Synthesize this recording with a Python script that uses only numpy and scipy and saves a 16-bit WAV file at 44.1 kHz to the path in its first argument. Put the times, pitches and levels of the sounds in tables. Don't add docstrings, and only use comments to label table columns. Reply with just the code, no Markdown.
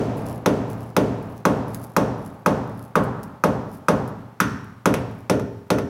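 import sys
import numpy as np
from scipy import signal
from scipy.fft import rfft, irfft
from scipy.io import wavfile
from scipy.ndimage import uniform_filter1d, minimum_filter1d

SR = 44100
rng = np.random.default_rng(int(sys.argv[2]) if len(sys.argv) > 2 else 0)


def generate_wav(signal):
    frames = np.transpose(np.atleast_2d(signal))
    scaled = np.clip(frames, -1, 1) * 32767
    pcm = np.round(scaled).astype(np.int16)
    wavfile.write(sys.argv[1], SR, pcm)


N = 259749
RING_T = np.arange(SR) / SR
RING_HZ = np.fft.rfftfreq(SR, 1 / SR)


def amp(db):
    return 10 ** (np.asarray(db) / 20)


def unit(x):
    return x / np.sqrt(np.mean(x ** 2) + 1e-20)


def curve(points, hz):
    f, value = np.transpose(points)
    return np.interp(np.log(hz + 1), np.log(f + 1), value)


def colour(x, spectrum):
    return irfft(rfft(x) * amp(curve(spectrum, np.fft.rfftfreq(len(x), 1 / SR))), len(x))


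def noise(spectrum, size):
    return unit(colour(rng.standard_normal(size), spectrum))


def add(mix, s, sound):
    start = round(s * SR)
    sound = sound[max(-start, 0):]
    part = mix[max(start, 0):][:len(sound)]
    part += sound[:len(part)]


# (frequency [Hz], relative level [dB])
AIR_SPECTRUM = [(20, -19), (55, -36), (120, 6), (300, 2.5), (1000, 0), (3000, -15.5), (8000, -25),
                (16000, -26)]
def air(level_db=-52):
    return amp(level_db) * noise(AIR_SPECTRUM, N)


# (time [s], level [dB])
LINGER_LEVEL = [(0, 16), (0.5, 8), (2, 4), (4.85, -2), (5.3, -13)]
def panel(hz=116, width_hz=4, level_db=-39, t60=2.7, linger_share=0.66, swell_s=0.18):
    t = np.arange(N) / SR
    partials = sum(np.cos(2 * np.pi * ((hz + k * width_hz) * t + rng.random())) / (1 + 2 * k ** 2)
                   for k in (-1, 0, 1))
    power = np.zeros(N)
    for s, db, *_ in HAMMER_BLOWS:
        hum_db = db + linger_share * np.interp(s, *np.transpose(LINGER_LEVEL))
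        add(power, s, (amp(hum_db - 60 * t / t60) * np.minimum(t / swell_s, 1)) ** 2)
    return amp(level_db) * unit(partials) * np.sqrt(power)


def grains(per_s, spread_db):
    sizes = amp(spread_db * np.minimum(rng.exponential(1, SR), 4)) * rng.choice([-1, 1], SR)
    return sizes * (rng.random(SR) < per_s / SR)


def uneven(x, spread_db=5, count=26):
    pitches = np.geomspace(1500, 16000, count)
    return colour(x, np.c_[pitches, spread_db * rng.uniform(-1, 1, count)])


def flake(length_s, first_tick_db=15):
    ticks = unit(grains(per_s=350, spread_db=6)) * np.exp(-(RING_T / length_s) ** 2)
    ticks[0] = amp(first_tick_db)
    return uneven(ticks)[:SR // 2]


# (time [s], level [dB], length [s])
LARGE_FLAKES = [(0.169, -42, 0.023), (0.7, -40, 0.017), (1.362, -52.5, 0.044), (1.746, -36.5, 0.015),
                (3.038, -36, 0.0097), (3.2324, -33, 0.0068), (3.735, -46.5, 0.025), (4.078, -35.5, 0.01),
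                (4.645, -44.5, 0.0034)]
# (frequency [Hz], gain [dB])
FLAKE_TONE = [(1000, -7), (3000, -10), (5500, -3.5), (8000, -6), (11000, 3), (14000, -4), (16000, -4)]
def falling_rust(fall_s=0.3, fall_spread=0.4, shower_db=-1, size_db=3, straggler_db=-14,
                 scatter_db=-7, scatter_t60=0.12, count=7):
    out = np.zeros(N)
    for s, *_, rust_db in HAMMER_BLOWS:
        lateness = 2 * (np.arange(count) + rng.random(count)) / count - 1
        for late, size in zip(lateness, rng.uniform(-1.1, 1, count)):
            db = rust_db + shower_db + size_db * size + straggler_db * late ** 2
            add(out, s + fall_s * np.exp(fall_spread * late), amp(db) * flake(length_s=0.06))
    for s, db, length_s in LARGE_FLAKES:
        add(out, s, amp(db) * flake(length_s))
    out = colour(out, FLAKE_TONE)
    scatter = rng.standard_normal(SR) * amp(-60 * RING_T / scatter_t60)
    return out + amp(scatter_db) * signal.fftconvolve(out, scatter / np.linalg.norm(scatter))[:N]


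def mode_crowd(spectrum, t60s, rise_cycles, count=12):
    shapes = np.array([rfft(noise(spectrum, SR)) for _ in range(2)])
    centres = np.geomspace(50, 15000, count)
    out = 0
    for hz, weights in zip(centres, np.eye(count)):
        band = irfft(shapes * curve(np.c_[centres, weights], RING_HZ))
        out = out + band * amp(-60 * RING_T / curve(t60s, hz)) * (1 - np.exp(-RING_T * hz / rise_cycles))
    return rfft(out)


def struck_at(shapes, place_m, wavelength_at_1khz_m=0.62):
    turn = 2 * np.pi * place_m / wavelength_at_1khz_m * np.sqrt(RING_HZ / 1000)
    return irfft(shapes[0] * np.cos(turn) + shapes[1] * np.sin(turn))


# (frequency [Hz], t60 [s])
LINGER_SPECTRUM = [(25, -68), (40, -20.5), (56, -19), (85, -10), (125, -2), (280, -2), (350, -7.5),
                   (560, -6), (900, -8.5), (1400, -16.5), (2000, -26), (4300, -38.5), (5900, -40),
                   (16000, -49)]
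LINGER_DECAY = [(70, 1.63), (200, 1.04), (600, 1.1), (1500, 1.03), (5000, 0.78), (12000, 0.38)]
def lingering_ring(level_db=-22):
    return amp(level_db) * mode_crowd(LINGER_SPECTRUM, LINGER_DECAY, rise_cycles=0.14)


# (frequency [Hz], t60 [s])
BOOM_SPECTRUM = [(40, -23.5), (110, 9.5), (250, -2.5), (550, 3.5), (720, -6), (1300, -9), (1900, -13.5),
                 (3000, -17), (4500, -26.5), (5900, -25.5), (7500, -36.5), (11000, -27), (16000, -90)]
BOOM_DECAY = [(100, 0.79), (500, 0.57), (1300, 0.2), (4000, 0.13), (14000, 0.12)]
def chassis_boom(level_db=-16):
    return amp(level_db) * mode_crowd(BOOM_SPECTRUM, BOOM_DECAY, rise_cycles=2.13)


# (frequency [Hz], gain [dB])
ECHO_TONE = [(100, -24), (250, -4), (600, 9), (1000, -24), (2500, -14)]
def rail_echo(boom, place_m, level_db=-13):
    return amp(level_db) * colour(struck_at(boom, -place_m), ECHO_TONE)


# (frequency [Hz], level [dB], t60 [s])
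FRAME_MODES = [(88, -32, 0.35), (116, -40, 0.67), (130.2, -20.5, 0.36), (167.9, -9.5, 0.11),
               (198.5, -26.5, 0.79), (221.3, -26.5, 0.77), (231.3, -55, 0.99), (272.3, -23.5, 0.73),
               (297.6, -19, 0.42), (386, -10.5, 0.077), (405.1, -21.5, 0.81), (434, -6, 0.065),
               (455.3, -29.5, 0.65), (478.7, -16.5, 0.19), (495.2, -12, 0.092), (604.6, -17.5, 0.26),
               (701, -71, 0.2), (700, -31, 0.23), (840, -27, 0.22), (876, -22.5, 0.28), (890, -37, 1.18),
               (1013, -13.5, 0.042), (1096, -27, 0.31), (1166, -25, 0.15), (1280, -94, 0.12),
               (1183, -32, 0.18), (1432, -31, 0.26), (1370, -64, 0.13)]
WALL_MODES = [(886, -14.5, 0.023), (1250, -1, 0.016), (1564, -11.5, 0.014), (2003, -16, 0.018),
              (2535, -21.5, 0.025), (5480, -38, .02), (6130, -29.5, 0.016), (11000, -50, 0.0067)]
def steel_ring(modes, rise_cycles):
    rows = []
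    for k, (hz, db, t60) in enumerate(modes):
        envelope = amp(db - 60 * RING_T / t60) * (1 - np.exp(-RING_T * hz / rise_cycles))
        rows.append((-1) ** k * envelope * np.sin(2 * np.pi * hz * RING_T))
    return np.array(rows)


# (frequency [Hz], width [Hz], level [dB], t60 [s])
PING_CLUSTERS = [(1370, 190, -38.5, 0.54), (1780, 120, -50, 0.67), (1870, 140, -51, 0.52),
                 (2460, 120, -52, 0.52), (3530, 220, -47.5, 0.21), (4350, 150, -66, 0.69),
                 (5600, 350, -55.5, 0.77), (6170, 180, -54, 0.4)]
def steel_ping(rise_s=0.0005):
    shapes = rfft(rng.standard_normal((2, SR)))
    out = 0
    for hz, width_hz, db, t60 in PING_CLUSTERS:
        cluster = unit(irfft(shapes * np.exp(-((RING_HZ - hz) / width_hz) ** 2)))
        out = out + cluster * amp(db - 60 * RING_T / t60)
    return rfft(out * (1 - np.exp(-RING_T / rise_s)))


# (frequency [Hz], relative level [dB])
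CRACK_SPECTRUM = [(300, -16), (1200, 9), (2400, -3.5), (3400, -2.5), (4700, -4.5), (6100, 0.5),
                  (7800, -8.5), (13000, -6.5), (16000, -15)]
def rust_crack(level_db=-17, hold_s=0.0027, rise_s=0.0013, spray_db=-22, spray_t60=0.11):
    grit = unit(colour(grains(per_s=14000, spread_db=5.5), CRACK_SPECTRUM))
    chips = unit(colour(grains(per_s=4000, spread_db=3), CRACK_SPECTRUM))
    crush = grit * (1 - np.exp(-RING_T / rise_s)) / (1 + (RING_T / hold_s) ** 2)
    spray = chips * amp(spray_db - 60 * RING_T / spray_t60)
    return amp(level_db) * (uneven(crush) + spray)


# (time [s], thud [dB], click [dB])
HEAD_BOUNCES = [(4.9398, -13.5, -1.5), (5.3958, -20.5, -16.5), (5.7844, -16, -10)]
def bounces(ping_db=-12, linger_db=0):
    for s, thud_db, click_db in HEAD_BOUNCES:
        place_m = [blow[2] for blow in HAMMER_BLOWS if blow[0] < s][-1]
        yield s, place_m, [(1200, thud_db), (2200, click_db)], click_db + ping_db, linger_db


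# (time [s], strength [dB], place along the rail [m], on the edge [0-1], ping [dB], loosened rust [dB])
HAMMER_BLOWS = [(-.06, -2.5, .03, 0.04, 3, -48), (0.4595, 0, 0.047, 0.12, 0.5, -50.5),
                (0.9652, 0.5, 0.036, 0.14, -1.5, -57.5), (1.4523, 0, 0.11, 0.06, 0, -48.5),
                (1.9647, -1, 0.12, 0, 5, -55.5), (2.4608, -0.5, 0.14, 0.06, 1.5, -55.5),
                (2.955, 0, 0.19, 0.17, -10, -69), (3.4377, -1, 0.15, 0.02, 0, -55.5),
                (3.884, 0, 0.16, 0.07, 1, -71), (4.4020, 0, 0.053, 1, 9, -71),
                (4.8569, 1, 0.082, 0.18, 2.5, -65), (5.2968, 0, 0.0032, 0.03, 3.5, -71),
                (5.7030, -0.5, 0.013, 0.08, 5, -53.5)]
# (frequency [Hz], gain [dB])
EDGE_TONE = [(230, -2.5), (420, -13.5), (680, -16), (1080, 3), (1500, 10.5), (2300, 2.5), (5500, 1)]
def blows(mid_span_m=0.24):
    for s, db, place_m, edge, ping_db, _ in HAMMER_BLOWS:
        stiffness = (1 - place_m / mid_span_m) ** 2
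        boom_db = 1
        knock_db = -1 + 0.5 * stiffness
        clank_db = 3.5 - 12.5 * stiffness
        snap_db = -1 + 0.5 * stiffness + 0.05 * ping_db
        crack_db = 2.94 + 0.27 * ping_db
        hz, tone_db = np.transpose([(230, boom_db), (420, knock_db), (680, knock_db), (1080, clank_db),
                                    (1500, clank_db), (2300, snap_db), (5500, crack_db)])
        force = np.c_[hz, db + tone_db + edge * curve(EDGE_TONE, hz)]
        yield s, place_m, force, db + ping_db, np.interp(s, *np.transpose(LINGER_LEVEL))


def hammer(shape_db=3, linger_after_s=0.38, echo_s=0.037):
    frame = steel_ring(FRAME_MODES, rise_cycles=2.58)
    clank = steel_ring(WALL_MODES, rise_cycles=0.85).sum(0)
    ping, boom, linger = steel_ping(), chassis_boom(), lingering_ring()
    late = np.minimum(RING_T / linger_after_s, 1)
    order = np.arange(len(FRAME_MODES))
    out = np.zeros(N)
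    for s, place_m, force, ping_db, linger_db in [*blows(), *bounces()]:
        mode_gains = amp(shape_db * np.sin(np.pi * order * place_m))
        chassis = struck_at(boom, place_m)
        add(chassis, echo_s, rail_echo(boom, place_m))
        tail = amp(linger_db * late) * struck_at(linger, place_m)
        steel = mode_gains @ frame + clank + chassis + tail + rust_crack()
        strike = colour(steel, force) + amp(ping_db) * struck_at(ping, place_m)
        add(out, s, strike[:SR * 4 // 5])
    return out


def scene():
    return (hammer() + panel() + falling_rust() + air())[None]


def record(dry, ceiling_db=-2.0, recovery_db_per_s=300, quiet_db=-35, expansion=0.31, memory_s=0.0045,
           cutoff_hz=16100):
    over_db = np.maximum(20 * np.log10(abs(dry[0]) + 1e-9) - ceiling_db, 0)
    recovery_db = np.arange(N) * recovery_db_per_s / SR
    held_db = np.maximum.accumulate(over_db + recovery_db) - recovery_db
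    limiter_db = uniform_filter1d(minimum_filter1d(-held_db, size=25), size=25)
    power = signal.lfilter([1], [1, -np.exp(-1 / (memory_s * SR))], dry[0] ** 2) / (memory_s * SR)
    suppressor_db = expansion * np.clip(10 * np.log10(power + 1e-12) - quiet_db, -10, 0)
    lowpass = signal.firwin(255, cutoff_hz, window=("kaiser", 9), fs=SR)
    return signal.oaconvolve(dry * amp(limiter_db + suppressor_db), lowpass[None], "same")


dry = scene()
out = record(dry)
generate_wav(out)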